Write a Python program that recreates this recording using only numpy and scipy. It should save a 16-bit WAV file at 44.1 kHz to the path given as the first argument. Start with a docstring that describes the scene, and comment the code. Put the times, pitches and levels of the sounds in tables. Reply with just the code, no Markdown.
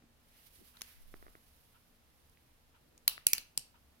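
"""A revolver handled in a small room, a hand's width from a phone's stereo microphone.
Over hum and hiss, skin slides on steel and fingers tap the frame. From 0.7 s a faint, far tick comes
once a second. Light clicks at 0.8 s and more taps follow as the gun is turned over. From about 3 s
it is cocked: the lock snaps through its notches, each contact ringing the hand-damped steel for a
few milliseconds, and the room answers."""
import sys
import numpy as np
from scipy import signal
from scipy.fft import rfft, irfft
from scipy.io import wavfile

SR = 44100
rng = np.random.default_rng(int(sys.argv[2]) if len(sys.argv) > 2 else 0)


def transcribe(signal):
    """Save signal, clipped to [-1, 1], as a 16-bit WAV file at the path in sys.argv[1]."""
    frames = np.atleast_2d(signal).T
    limited = np.clip(frames, -1, 1)
    pcm = np.round(limited * 32767).astype(np.int16)
    wavfile.write(sys.argv[1], SR, pcm)


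N = 176400

# room rumble and microphone hiss (frequency [Hz], relative level [dB])
FLOOR_COLOUR = [(12, -38.5), (20, 1.5), (42, -9), (74, -7.5), (153, -13), (185, -14.5), (245, -18.5),
                (274, -15.5), (362, -20), (393, -24), (439, -18), (958, -22.5), (2400, -26.5), (2920, -27),
                (15500, -40)]
# hum in the room (frequency [Hz], level [dB])
HUM_TONES = [(71, -78), (238, -82)]
# skin sliding on steel (time [s], level [dB])
SLIDE_LEVELS = [(0, -83.5), (.24, -75), (.39, -65), (.43, -67), (.47, -59.5), (.5, -70), (.56, -60),
                (.62, -67.5), (.68, -61.5), (.73, -69), (.9, -59.5), (.99, -67.5), (1.15, -66.5),
                (1.4, -70), (1.6, -69), (2.0, -76.5), (2.18, -73), (2.7, -77.5), (4, -75)]
# its spectrum (frequency [Hz], relative level [dB])
SLIDE_COLOUR = [(300, -13.5), (1200, -9.5), (3000, -3.5), (5000, -4), (7500, -10.5), (10500, -1),
                (14500, -1.5), (16000, -9)]
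# the palm shifting on the grip (peak time [s], length [s], centre [Hz], level [dB])
PALM_SHIFTS = [(0.38, 0.14, 2400, -73.5), (.615, 0.04, 270, -65.5), (0.891, 0.17, 2030, -69),
               (1.11, 0.19, 15, -55.5), (1.28, 0.1, 22, -61.5), (2.926, 0.17, 370, -76)]
# a dull knock on the held gun (frequency [Hz], relative level [dB], t60 [s])
KNOCK_MODES = [(360, 1.5, 0.011), (606, -3.5, .007), (1400, -4.5, 0.0038), (1940, 1, 0.004)]
# limits of the four tap bands (frequency [Hz])
TAP_EDGES_HZ = [100, 700, 1900, 3300, 7500]
# fingers on frame and grip (time [s], 4 band levels before trim [dB], pan left [dB], left lag [s])
FINGER_TAPS = [(0.0231, -69, -72.5, -78, -80, 2, 0), (0.038, -59, -114, -91.5, -90, -2, 0),
               (1.1408, -50.5, -53, -59.5, -69, -9, 0.000021), (1.2263, -59.5, -55, -66, -81, -3, .0004),
               (1.2664, -60, -54.5, -68.5, -77, -4, .0004), (1.282, -62.5, -59.5, -69.5, -75, -7, .0004),
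               (1.353, -59.5, -56, -64, -84, -4, .0004), (2.373, -77, -82, -68, -80, -5, 0),
               (3.179, -65, -48, -50.5, -62, 7.5, -.0002)]
# spectrum of the room's tail (frequency [Hz], gain [dB])
ROOM_COLOUR = [(150, -3), (1200, -0.5), (2000, -4), (2700, 2.5), (3500, -4.5), (4700, -2.5), (7000, -7),
               (11000, -5), (16000, -13.5)]
# first reflections off table and body (delay [s], gain [dB])
REFLECTIONS = [(.0095, -22.5), (0.0179, -23.5)]
# resonances of the far tick (frequency [Hz], width [Hz], relative level [dB])
TICK_MODES = [(948, 90, -2.5), (1400, 320, -0.5), (2800, 1300, -3.5)]
# limits of the seven click bands (frequency [Hz])
CLICK_EDGES_HZ = [100, 700, 1900, 3300, 5300, 7500, 11000, 16000]
# metal contacts in the lock
# (time [s], 7 band levels before trim [dB], pan left [dB], left lag [s], favoured mode [Hz])
LOCK_CONTACTS = [(0.7709, -73, -69, -68.5, -60.5, -71, -70, -72, -6, -0.0024, 3850),
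                 (0.8098, -75, -60, -59, -65, -57, -63, -67, -13, .0002, 5890),
                 (0.8178, -60.5, -56, -51.5, -47, -46, -45.5, -48.5, 0, 0.000024, 6500),
                 (2.2965, -91, -86, -104, -81.5, -82, -71.5, -73, -8, 0, 11400),
                 (2.9778, -84, -86, -72, -71.5, -65.5, -64.5, -73, -4.5, 0, 6770),
                 (3.0786, -55, -39.5, -34, -25.5, -33, -26.5, -21, -1.5, -.0003, 4650),
                 (3.268, -50.5, -49.5, -33, -31.5, -30.5, -20.5, -22, -7, -.0001, 2820),
                 (3.333, -48, -43, -32.5, -33, -26.5, -30, -23, -4.5, .0002, 2310),
                 (3.381, -57.5, -57.5, -49, -40, -54, -45, -46.5, -2.5, .0001, 4510),
                 (3.5762, -50, -55, -46, -36.5, -36.5, -31, -37.5, -3.5, .0001, 8060)]
# the hand-damped steel (frequency [Hz], relative level [dB], t60 [s])
STEEL_MODES = [(1080, -0.5, .011), (2310, -10, 0.02), (2820, -13, 0.016), (3850, -12.5, 0.0076),
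               (4510, -1.5, 0.0093), (5110, 4.5, .009), (5890, 0.5, .014), (6770, -6, 0.012),
               (8270, -0.5, 0.0077), (9420, 7, 0.0073), (10170, 13.5, 0.0068), (11420, 7, 0.0083),
               (11940, 1, 0.0061), (12600, -6, 0.0095), (15500, -4, .011)]
# how the two microphone ports hear the steel (frequency [Hz], extra pan left [dB])
PORT_TILT = [(200, 9), (1200, 2.5), (2500, 8.5), (5500, 6), (8500, 3), (12000, -1), (16000, -3.5)]


def undb(db):
    """Decibels to gain."""
    return 10 ** (np.asarray(db) / 20)


def unit(x):
    """Scale to rms 1."""
    return x / np.sqrt(np.mean(x ** 2, axis=-1, keepdims=True) + 1e-30)


def decay(t, t60):
    """Fall by 60 dB in t60 seconds."""
    return np.exp(-np.log(1000) * t / t60)


def pan(db):
    """Stereo gains of constant total power, the left db above the right."""
    gains = undb(np.array([np.atleast_1d(db), -np.atleast_1d(db)]) / 2)
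    return gains / np.sqrt(np.mean(gains ** 2, axis=0))


def freqs(size):
    """Bin frequencies in Hz, at least 1."""
    return np.maximum(np.arange(size // 2 + 1) * SR / size, 1)


def along(hz, points):
    """Read (Hz, value) points on a log-frequency axis."""
    f, values = np.array(points, float).T
    return np.interp(np.log(hz), np.log(f), values)


def colour(x, points):
    """Filter by (Hz, dB) points."""
    size = x.shape[-1]
    return irfft(rfft(x) * undb(along(freqs(size), points)), size)


def noise_band(hz, width):
    """Stereo noise in one steep resonance."""
    f = freqs(N)
    noise = rfft(rng.standard_normal((2, N)))
    return unit(irfft(noise / (1 + ((f * f - hz * hz) / (f * width)) ** 2), N))


def drift(rate_hz):
    """Smooth random wander of rms 1."""
    return unit(irfft(rfft(rng.standard_normal(N)) / (1 + (freqs(N) / rate_hz) ** 4), N))


def shape_bands(x, edges, band_db):
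    """Bring a blow near its band levels, taken over 10 ms, and roll off the bass."""
    size = x.shape[-1]
    f, spectrum = freqs(size), rfft(x)
    centres = np.sqrt(np.array(edges[:-1]) * np.array(edges[1:]))
    bands = [(f >= low) & (f < high) for low, high in zip(edges, edges[1:])]
    for _ in range(2):
        power = np.mean(abs(spectrum) ** 2, axis=0)
        energy = np.array([2 * power[band].sum() / size for band in bands])
        band_rms = np.sqrt(energy / (SR / 100))
        cepstrum = irfft(np.interp(np.log(f), np.log(centres), np.log(undb(band_db) / band_rms)))
        cepstrum[1:size // 2] *= 2  # minimum phase: nothing rings ahead of the blow
        cepstrum[size // 2 + 1:] = 0
        spectrum = spectrum * np.exp(rfft(cepstrum)) / (1 + edges[0] / (2j * f))
    return irfft(spectrum)


def at_microphone(x, lag, pan_db):
    """A close sound reaches the two ports at different times and levels."""
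    delay = np.exp(1j * np.pi * freqs(x.shape[-1]) * lag * np.array([[-1], [1]]))
    return irfft(rfft(x) * pan(pan_db) * delay)


def add(out, x, start):
    """Mix a short sound in at start seconds."""
    i = int(round(start * SR))
    a, b = max(i, 0), min(i + x.shape[-1], N)
    out[:, a:b] += x[:, a - i:b - i]


def room_tone(floor_db=-68.5, shared_below_hz=450):
    """Rumble largely common to both ports, separate microphone hiss and a wavering hum."""
    t = np.arange(N) / SR
    shared = 0.78 / (1 + (freqs(N) / shared_below_hz) ** 2)
    common = rfft(rng.standard_normal(N)) * np.sqrt(shared)
    separate = rfft(rng.standard_normal((2, N))) * np.sqrt(1 - shared)
    out = unit(colour(irfft(common + separate, N), FLOOR_COLOUR)) * undb(floor_db)
    for hz, db in HUM_TONES:
        tone = np.sin(2 * np.pi * hz * t + 2.2 * drift(1.3))
        out += undb(db) * unit(tone * undb(3.9 * drift(4)))
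    return out


def sliding_hands(grain_db=1, pan_db=-5):
    """Close up and to the right, skin hisses over steel; the palm shifts in soft swells."""
    t = np.arange(N) / SR
    slide_db = np.interp(t, *np.array(SLIDE_LEVELS).T) + grain_db * drift(40)
    out = unit(colour(rng.standard_normal((2, N)), SLIDE_COLOUR)) * undb(slide_db) * pan(pan_db)
    for middle, length, hz, db in PALM_SHIFTS:
        swell = np.exp(-2 * ((t - middle) / length) ** 2)
        out += noise_band(hz, hz * 0.77) * undb(db) * swell
    return out


def finger_taps(thud_rise_s=0.00082, trim_db=-2.5, size=4096, lead=128):
    """A fingertip rings a few quickly damped modes; the low thud builds last."""
    out = np.zeros((2, N))
    age = np.maximum(np.arange(size) - lead, 0) / SR
    knock = 0
    for hz, db, t60 in KNOCK_MODES:
        rise_s = thud_rise_s * KNOCK_MODES[0][0] / hz
        build = 1 - np.exp(-age / rise_s)
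        knock += undb(db) * build * np.sin(2 * np.pi * hz * age) * decay(age, t60)
    for start, *band_db, pan_db, lag in FINGER_TAPS:
        tap = at_microphone(knock, lag, pan_db)
        tap = shape_bands(tap, TAP_EDGES_HZ, np.array(band_db) + trim_db)
        add(out, tap, start - lead / SR)
    return out


def small_room(x, low_t60=0.33, treble_t60=0.24, gap_s=0.007, build_s=0.0024, size=32768):
    """Two near reflections and a diffuse tail whose treble dies first."""
    t, f = np.arange(size) / SR, freqs(size)
    noise = rfft(rng.standard_normal((2, 2, size)))  # each side of the gun feeds both ports
    centres_hz = np.geomspace(2000, 12000, 4)
    tail = 0
    for weights, t60 in zip(np.eye(4), np.geomspace(low_t60, treble_t60, 4)):
        tail += irfft(noise * np.interp(f, centres_hz, weights)) * decay(t, t60)
    build = 1 - np.exp(-np.maximum(t - gap_s, 0) / build_s)
    response = colour(unit(tail * build), ROOM_COLOUR) * undb(-12) / np.sqrt(2 * size)
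    for delay, db in REFLECTIONS:
        response[:, :, int(delay * SR)] += undb(db) * np.eye(2)
    return signal.oaconvolve(x[None], response, axes=2).sum(axis=1)[:, :N]


def far_tick(first_s=0.738, period_s=1.0, rise_s=0.039, fall_s=0.017):
    """A tick far off microphone, likely a clock, blurred by the room."""
    age = (np.arange(N) / SR - first_s) % period_s
    ring = unit(sum(undb(db) * noise_band(hz, width) for hz, width, db in TICK_MODES))
    return ring * undb(-50) * (1 - np.exp(-age / rise_s)) * np.exp(-age / fall_s)


def steel_ring(t, scatter_db=3.5):
    """The gun's modes ring with a chance strength and phase at each blow."""
    hz, db, t60 = np.array(STEEL_MODES).T[:, :, None]
    shape = (2, len(STEEL_MODES), 1)
    strength = undb(db + scatter_db * rng.standard_normal(shape))
    phase = rng.uniform(0, 2 * np.pi, shape)
    return unit(np.sum(strength * np.sin(2 * np.pi * hz * t + phase) * decay(t, t60), axis=1))


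def dry_crack(t, fall_s=0.0013):
    """The pitchless part of a click: a noise burst with its spectrum flattened."""
    burst = rng.standard_normal((2, len(t))) * np.exp(-t / fall_s)
    flat = irfft(np.exp(1j * np.angle(rfft(burst))))
    return unit(flat * np.exp(-t / (10 * fall_s)))


def lock_clicks(crack_db, snap_db, favoured_db, trim_db=-0.5, size=4096, lead=256):
    """Each contact scrapes and snaps, cracks and rings the steel, with one mode lifted."""
    scrape_rise_s, scrape_fall_s, favoured_width_hz = 0.00046, 0.00083, 410
    out, t, f = np.zeros((2, N)), np.arange(size) / SR, freqs(size)
    since_snap = t - lead / SR
    age = np.maximum(since_snap, 0)
    scrape_shape = np.exp(-np.maximum(since_snap / scrape_fall_s, -since_snap / scrape_rise_s))
    snap = undb(snap_db) * unit(signal.unit_impulse(size, lead))
    jolt = np.sin(2 * np.pi * 130 * age) * decay(age, t60=0.032)  # the whole gun jolts in the hand
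    for start, *band_db, pan_db, lag, favoured_hz in LOCK_CONTACTS:
        scrape = unit(rng.standard_normal((2, size)) * scrape_shape)
        steel = steel_ring(t) + undb(crack_db) * dry_crack(t)
        detuning = (f * f - favoured_hz ** 2) / (f * favoured_width_hz)
        lift = 1 + (undb(favoured_db) - 1) / (1 + 1j * detuning)
        click = unit(irfft(rfft(scrape + snap) * rfft(steel) * lift))
        click = at_microphone(click, lag, pan_db + along(f, PORT_TILT))
        click = shape_bands(click, CLICK_EDGES_HZ, np.array(band_db) + trim_db)
        thump = undb(band_db[0] + 2) * jolt  # follows the lowest band
        add(out, click + thump, start - lead / SR)
    return out


def scene():
    """The gun close to the microphone, the room around it and the quiet behind."""
    taps = finger_taps()
    direct = lock_clicks(crack_db=0, snap_db=1.5, favoured_db=9) + taps
    # sound leaving in all directions blends the modes, so the room gets mostly crack
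    all_round = lock_clicks(crack_db=10, snap_db=2.5, favoured_db=2.5) + taps
    return direct + small_room(all_round) + sliding_hands() + far_tick() + room_tone()


def record(dry):
    """The loudest click peaks are softly rounded, and the top treble is cut."""
    ceiling, top_hz = 0.8, 15900
    rounded = ceiling * np.tanh(dry / ceiling)
    return signal.sosfilt(signal.ellip(8, .2, 70, top_hz, fs=SR, output="sos"), rounded)


dry = scene()
out = record(dry)
transcribe(out)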